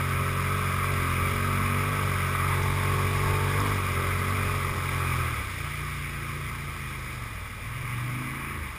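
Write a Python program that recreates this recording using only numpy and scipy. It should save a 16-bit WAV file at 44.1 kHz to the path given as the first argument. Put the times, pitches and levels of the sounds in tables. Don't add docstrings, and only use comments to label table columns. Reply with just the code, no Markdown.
import sys
import numpy as np
from scipy import signal
from scipy.fft import rfft, irfft
from scipy.io import wavfile
from scipy.ndimage import uniform_filter1d, map_coordinates

SR = 44100
rng = np.random.default_rng(int(sys.argv[2]) if len(sys.argv) > 2 else 0)


def generate_wav(signal):
    frames = np.transpose(np.atleast_2d(signal))
    scaled = np.clip(frames, -1, 1) * 32767
    pcm = np.round(scaled).astype(np.int16)
    wavfile.write(sys.argv[1], SR, pcm)


def ratio(d):
    e = np.asarray(d, float) / 20
    return 10 ** e


N = 387189
SECOND_FIRING = .4

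# [t/s, f/Hz]
SPEED = [(0, 45.3), (.6, 45.8), (1.7, 47.2), (3.4, 47), (4.6, 46.3), (5.01, 44.8), (5.26, 41.6),
         (5.62, 28.3), (6.21, 27.9), (6.5, 29.3), (7.14, 25.5), (7.43, 19.5), (7.6, 18.4), (7.85, 23.6),
         (8.17, 24.9), (8.44, 27.5), (8.56, 27.5), (8.78, 20.9)]
# [t/s, change of the cycle f/Hz, half length/s]
SPEED_CHANGES = [(0.57, 1.2, 0.11), (0.69, -0.4, 0.03), (0.91, 2.1, 0.09), (1.08, -2.7, 0.22), (1.95, 2.8, 0.12),
                 (2.31, -1.6, 0.35), (3.65, 2.8, 0.1), (3.97, -2.4, 0.08), (4.2, -0.6, 0.17), (4.34, 1.8, 0.06),
                 (4.73, -0.8, 0.16),
                 (5.47, -1, .1),
    (5.85, .6, .2),
    (6.78, -.4, .15),
    (7.7, -.6, .06),
    (8.29, .6, .08),
]


def crank():
    speed_changes = [(s, half_s, change) for s, change, half_s in SPEED_CHANGES]
    hz = curves(SPEED)[0] + bells(speed_changes)
    uneven = 1 + .002 * wobble(20)
    turn = 2 * np.pi * np.cumsum(hz * uneven) / SR
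    load = np.clip((hz - 30) / 12, 0, 1)
    return turn, load


# [multiple of the cycle, level/dB at full load, level/dB at light load, unsteadiness/dB]
STRONG_ORDERS = [(1, -43, -59, -0.5), (2, -31, -42, 0.15), (3, -34.5, -40.5, 0.55), (4, -51, -47.5, 2.5),
                 (5, -48.5, -39.5, 1.5), (6, -62, -65.5, -0.5)]


def strong_orders(turn, load):
    total = 0
    for k, full_db, light_db, unsteady_db in STRONG_ORDERS:
        law = (full_db, light_db, 1, 2, unsteady_db)
        level_db = follows(law, load, rate=12) + swell_db(round(k))
        total = total + ratio(level_db) * order(turn, round(k), load)
    return total


# [multiple of the cycle, level/dB at full load, level/dB at light load, level/dB when faced]
OTHERS = [(7, -12, -7, 2), (8, -2.5, 2, 1.5), (9, -.5, -9, .5), (10, -11, -13, 5), (11, -9.5, -4, -6),
          (12, -7, -3, -6), (13, -8.5, -4, -5), (14, -10.5, -9, -2), (15, -18, -15, 0), (16, -18, -15, 0)]
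# [level/dB at full load, level/dB at light load, dB per dB effort, dB when faced, unsteadiness/dB]
WEAK_LAW = (-45, -54, 1.2, 2.5, 1.4)


def weak_orders(turn, load):
    closing_db = -6 * 4 * load * (1 - load)
    common_db = follows(WEAK_LAW, load, rate=8) + closing_db + swell_db(0)
    faced = facing()
    total = 0
    for k, full_db, light_db, faced_db in OTHERS:
        flutter_db = (1 + .2 * max(k - 9, 0)) * wobble(6)
        own_db = load * full_db + (1 - load) * light_db + faced * faced_db
        total = total + ratio(common_db + own_db + flutter_db) * order(turn, round(k), load)
    return total


# [multiple of the cycle, level/dB]
TAIL_PIPE = [(18, -54), (19, -44), (20, -50), (23, -46), (24, -45)]


def tail_pipe(turn, load):
    pipe = sum(ratio(db + 2.5 * wobble(6.03)) * order(turn, k, load) for k, db in TAIL_PIPE)
    return load * facing() * pipe


# [t/s, half length/s, multiple of the cycle (0 = all weak orders),
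# level/dB]
SWELLS = [(.1, 0.35, 3, 4.5), (.1, 0.36, 5, 6.5), (.6, 0.32, 4, 11), (.87, 0.12, 5, 4.5),
          (1.068, .1, 6, 21), (1.3, 0.11, 5, 6.5), (1.65, 0.31, 5, 11), (1.552, .1, 4, 8),
          (2.1, .14, 4, 10), (3.1, 0.11, 5, 5), (3.633, .12, 5, 6), (3.648, 0.1, 6, 21),
          (3.75, 0.16, 3, -6), (3.65, .1, 2, -1), (4.3, 0.15, 5, 7.5), (4.2, .12, 4, 8),
          (4.35, 0.27, 3, -4), (4.347, 0.063, 6, 14), (5.1, .2, 6, 9), (5.2, 0.24, 3, 1.5),
          (5.14, .07, 5, 2.5), (5.38, 0.21, 5, -9), (5.45, 0.17, 4, 5), (7.3, 0.37, 6, 11),
          (7.72, 0.2, 6, 29), (8.1, 0.21, 6, 18), (7.998, 0.22, 5, 7.5), (8.1, 0.38, 3, -12),
          (8.616, .06, 3, 7), (8.65, 0.21, 5, -8.5),
          (8.13, 0.17, 2, -9), (7.9, .1, 2, -2), (8.45, .2, 2, -9), (8.5, .4, 4, -7), (2.86, 0.15, 0, 1.5),
         (1.08, 0.19, 0, -0.5), (7.5, .2, 0, 3.5), (5.35, 0.47, 0, -3), (6.4, .3, 0, 5), (7, .2, 0, 0.5),
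         (7.1, 0.17, 5, 4.5), (5.37, 0.074, 3, 3)]


def swell_db(k):
    return bells([(s, half_s, db) for s, half_s, which, db in SWELLS if round(which) == k])


def order(turn, k, load):
    pair = np.angle(1 + 0.67 * np.exp(-2j * np.pi * k * SECOND_FIRING))
    drift = (1.3 * (1 - load) + .06 * k) * wobble(1.6)
    return np.sqrt(2) * np.cos((k * turn + pair + drift).astype(np.float32))


# [f/Hz, level/dB]
ROAR = [(700, -38), (800, -20.5), (880, -15), (990, -8), (1100, 1.5), (1250, 3.5), (1330, 3), (1410, -15),
        (1500, -4), (1680, -6.5), (1780, -33), (2000, -47)]
# [f/Hz, level/dB]
ROAR_BEHIND = [(700, -31), (800, -11), (880, -4), (990, -6), (1100, 5.5), (1180, 2), (1280, -1), (1380, -8),
               (1500, -7.5), (1680, -3), (1780, -16), (2000, -20)]
# [level/dB at full load, level/dB at light load, dB per dB effort, dB when faced, unsteadiness/dB]
ROAR_LAW = (-33.5, -41, .5, -1.1, 0.63)
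# [t/s, peak level/dB]
KNOCKS = [
    (0.279, -19),
    (0.625, -21),
    (0.842, -16.5),
    (1.614, -29),
    (2.3497, -15),
]


def intake(turn, load):
    cycle_starts = np.diff(np.floor(turn / (2 * np.pi)), prepend=0)
    snaps = cycle_starts * ratio(1.5 * rng.standard_normal(N))
    gulped = unit(patchy(0.76) * firings(turn, depth_db=0.0, sharp=4.5))
    air = gulped + ratio(-7.5) * unit(snaps)
    behind = facing()
    roar = unit((1 - behind) * unit(coloured(air, ROAR)) + behind * unit(coloured(air, ROAR_BEHIND)))
    blows = np.zeros(N)
    for s, db in KNOCKS:
        blows[round(s * SR)] = ratio(db - 3)
    ring = coloured(np.eye(1, N)[0], ROAR)
    knocks = coloured(blows, ROAR) / abs(ring).max()
    return ratio(follows(ROAR_LAW, load, rate=16) + gulps_db()) * roar + knocks


# [t/s, half length/s, level/dB]
GULPS = [(.45, .05, 0.5), (1.15, 0.098, 1.5), (1.85, 0.1, 1), (2.22, .07, 2.5), (2.42, .03, 3),
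         (2.54, .04, 3.5), (3.58, .13, 2.5), (7.95, 0.067, 2)]


def gulps_db():
    return bells(GULPS)


def firings(turn, depth_db, sharp):
    def puff(lag):
        return np.exp(sharp * (np.cos(turn - 2 * np.pi * lag) - 1))
    return ratio(depth_db * (puff(.03) + 0.81 * puff(0.024 + SECOND_FIRING)))


def engine(turn, load):
    return strong_orders(turn, load) + weak_orders(turn, load) + tail_pipe(turn, load) + intake(turn, load)


# [t/s, level/dB]
FLOW = [(0, -1), (1, 0.1), (2.2, -0.1), (2.64, 1), (3.67, 2), (3.8, -0.2), (5.1, 0.1), (5.33, -1),
        (6.1, -4), (7.1, -5.5), (7.4, -7.5), (8.0, -6), (8.78, -7.5)]
# [f/Hz, level/dB]
WASH = [(4, 8), (20, 2), (40, 12.5), (110, 15), (160, 10), (250, 6), (430, 3), (620, 0.5), (780, -4),
        (900, 2), (1100, -35)]
# [f/Hz, level/dB]
CHURN = [(1300, -15), (1550, -7), (1760, -7.5), (1900, -3), (2060, 0.5), (2170, -1), (2290, 1), (2470, -2),
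         (2640, -12), (2850, -10), (3000, -12.5), (3080, -26), (3200, -40)]
# [level/dB at full load, level/dB at light load, dB per dB effort, dB when faced, unsteadiness/dB]
CHURN_LAW = (-35, -38.5, 0.55, -1.2, 0.2)
# [f/Hz, level/dB]
SPRAY = [(2900, -29), (3080, -3.5), (3250, -2), (3500, -1), (3900, -5.5), (4300, -14), (4700, -8),
         (5150, -5), (5500, -9.5), (5800, -9.5), (6000, -14)]


def water(turn, load):
    flow_db, = curves(FLOW)
    wash_db = -43.5 + 0.47 * flow_db + 4.5 * load + 2.2 * facing() + 0.81 * wobble(14)
    wash = ratio(wash_db) * rush(WASH, patchy_db=1.5)

    churn_db = follows(CHURN_LAW, load, rate=12) + 0.44 * gulps_db()
    churn_gate = firings(turn, depth_db=1.5, sharp=1.7)
    churn = ratio(churn_db) * rush(CHURN, patchy_db=0.98, gate=churn_gate)

    spatter = ratio(0.75 * rng.standard_normal(N // 60 + 1)).repeat(60)[:N]
    spray_gate = spatter * firings(turn, depth_db=1.0, sharp=2.6)
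    spray_db = -45 + flow_db + 0.22 * wobble(10)
    spray = ratio(spray_db) * rush(SPRAY, patchy_db=0.63, gate=spray_gate)
    return wash + churn + spray + drops()


# [t/s, peak level/dB, f/Hz]
DROPS = [(.9393, -35, 4600), (2.6305, -29, 5600), (3.4406, -36, 4800), (3.4855, -36, 4200),
         (3.5952, -33, 3700), (3.6025, -25, 5100), (3.0679, -32, 5000), (4.3, -34, 5000),
         (3.6145, -32, 3600), (4.1919, -36, 4500)]


def drops():
    ticks, t = np.zeros(N + 300), np.arange(300) / SR
    rise_s = .0006
    for s, db, hz in DROPS:
        envelope = t / rise_s * np.exp(-t / rise_s)
        ticks[round(s * SR):][:300] += ratio(db + 5.5) * envelope * np.sin(2 * np.pi * hz * t)
    return ticks[:N]


# [t/s, f/Hz, level/dB]
FAR = [
    [(7.2, 445, -80), (7.4, 460, -60), (7.7, 485, -60), (7.85, 490, -80)],
    [(7.85, 290, -75), (8.05, 305, -49), (8.3, 310, -49), (8.5, 303, -51), (8.6, 300, -75)],
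    [(6.9, 250, -72), (7.1, 248, -56), (7.9, 245, -56), (8.1, 248, -48), (8.22, 252, -41), (8.35, 246, -50),
     (8.55, 245, -56), (8.7, 245, -70)],
]


def far_machines():
    total = 0
    for rows in FAR:
        hz, db = curves(rows)
        total = total + ratio(db + 2.7 * wobble(3.6)) * np.sin(2 * np.pi * np.cumsum(hz) / SR)
    return total


# [t/s, share 0-1]
HELMET = [(0, 0), (1.4, 0), (1.55, 0.21), (2.1, 0.24), (2.4, 0.16), (2.58, 0.84), (3.2, 0.72), (3.42, 0.9),
          (3.65, 0.97), (3.9, 0.098), (4.6, 0.27), (5.15, 0.21), (5.3, 0), (8.78, 0.74)]


def facing():
    return np.clip(curves(HELMET)[0], 0, 1)


# [t/s, level/dB]
THROTTLE = [(0, -1.8), (1.25, 0.5), (1.6, 0.5), (2.0, -0.5), (2.2, -1), (2.6, 0), (3.5, 0.5), (3.8, 0),
            (4.5, -0.2), (4.8, -3.5), (5.15, 0), (5.33, -2.5), (5.65, 0.5), (7.0, -4), (7.55, -7),
            (7.95, -1), (8.5, 1.3), (8.78, -5.5)]


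def follows(law, load, rate):
    full_db, light_db, grows, faced_db, unsteady_db = law
    loaded_db = load * full_db + (1 - load) * light_db
    effort_db = grows * curves(THROTTLE)[0]
    return loaded_db + effort_db + faced_db * facing() + unsteady_db * wobble(rate)


def rush(spectrum, patchy_db, gate=1):
    return unit(coloured(patchy(patchy_db) * gate, spectrum))


def patchy(patchy_db):
    z = signal.stft(rng.standard_normal(N + 512), nperseg=512)[2]
    field = uniform_filter1d(rng.standard_normal(z.shape), size=4, axis=0)
    field = uniform_filter1d(field, size=10, axis=1)
    return signal.istft(z * ratio(patchy_db * unit(field)), nperseg=512)[1][:N]


def coloured(x, spectrum):
    size = 2 ** 14
    hz, db = np.transpose(spectrum)
    bins = np.log(np.fft.rfftfreq(size, 1 / SR) + 1)
    gain = ratio(np.interp(bins, np.log(hz), db, -70, -70))
    cepstrum = irfft(np.log(gain))
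    cepstrum[1:size // 2] *= 2
    cepstrum[size // 2 + 1:] = 0
    response = irfft(np.exp(rfft(cepstrum)), size)
    return signal.fftconvolve(x, response)[:N]


def unit(x):
    return x / np.sqrt(np.mean(x ** 2) + 1e-20)


def curves(rows):
    s, *cols = np.transpose(rows)
    return [np.interp(np.arange(N) / SR, s, c) for c in cols]


def wobble(rate):
    coarse = np.arange(0, N + 128, 128)
    knots = rng.standard_normal(int(N * 40 / SR) + 4)
    smooth = map_coordinates(knots, [coarse * min(rate, 40) / SR])
    return np.interp(np.arange(N), coarse, smooth)


def bells(rows):
    t = np.arange(0, N + 256, 256) / SR
    total = 0 * t
    for s, half_s, high in rows:
        total = total + high * np.exp(-((t - s) / half_s) ** 2)
    return np.interp(np.arange(N) / SR, t, total)


def scene():
    turn, load = crank()
    return (engine(turn, load) + water(turn, load) + far_machines())[None]


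def low_pass(x):
    return signal.sosfilt(signal.butter(12, 15640, fs=SR, output="sos"), x)


def record(dry):
    slow = signal.resample_poly(dry, 40, 147, axis=1, window=("kaiser", 3.0))
    held = signal.resample_poly(slow.repeat(4, axis=1), 147, 160, axis=1)
    length = held.shape[1]
    kept = np.fft.rfftfreq(length, 1 / SR) < 15300
    mix = irfft(rfft(held) * kept, length)[:, :N]
    return low_pass(mix)


dry = scene()
out = record(dry)
generate_wav(out)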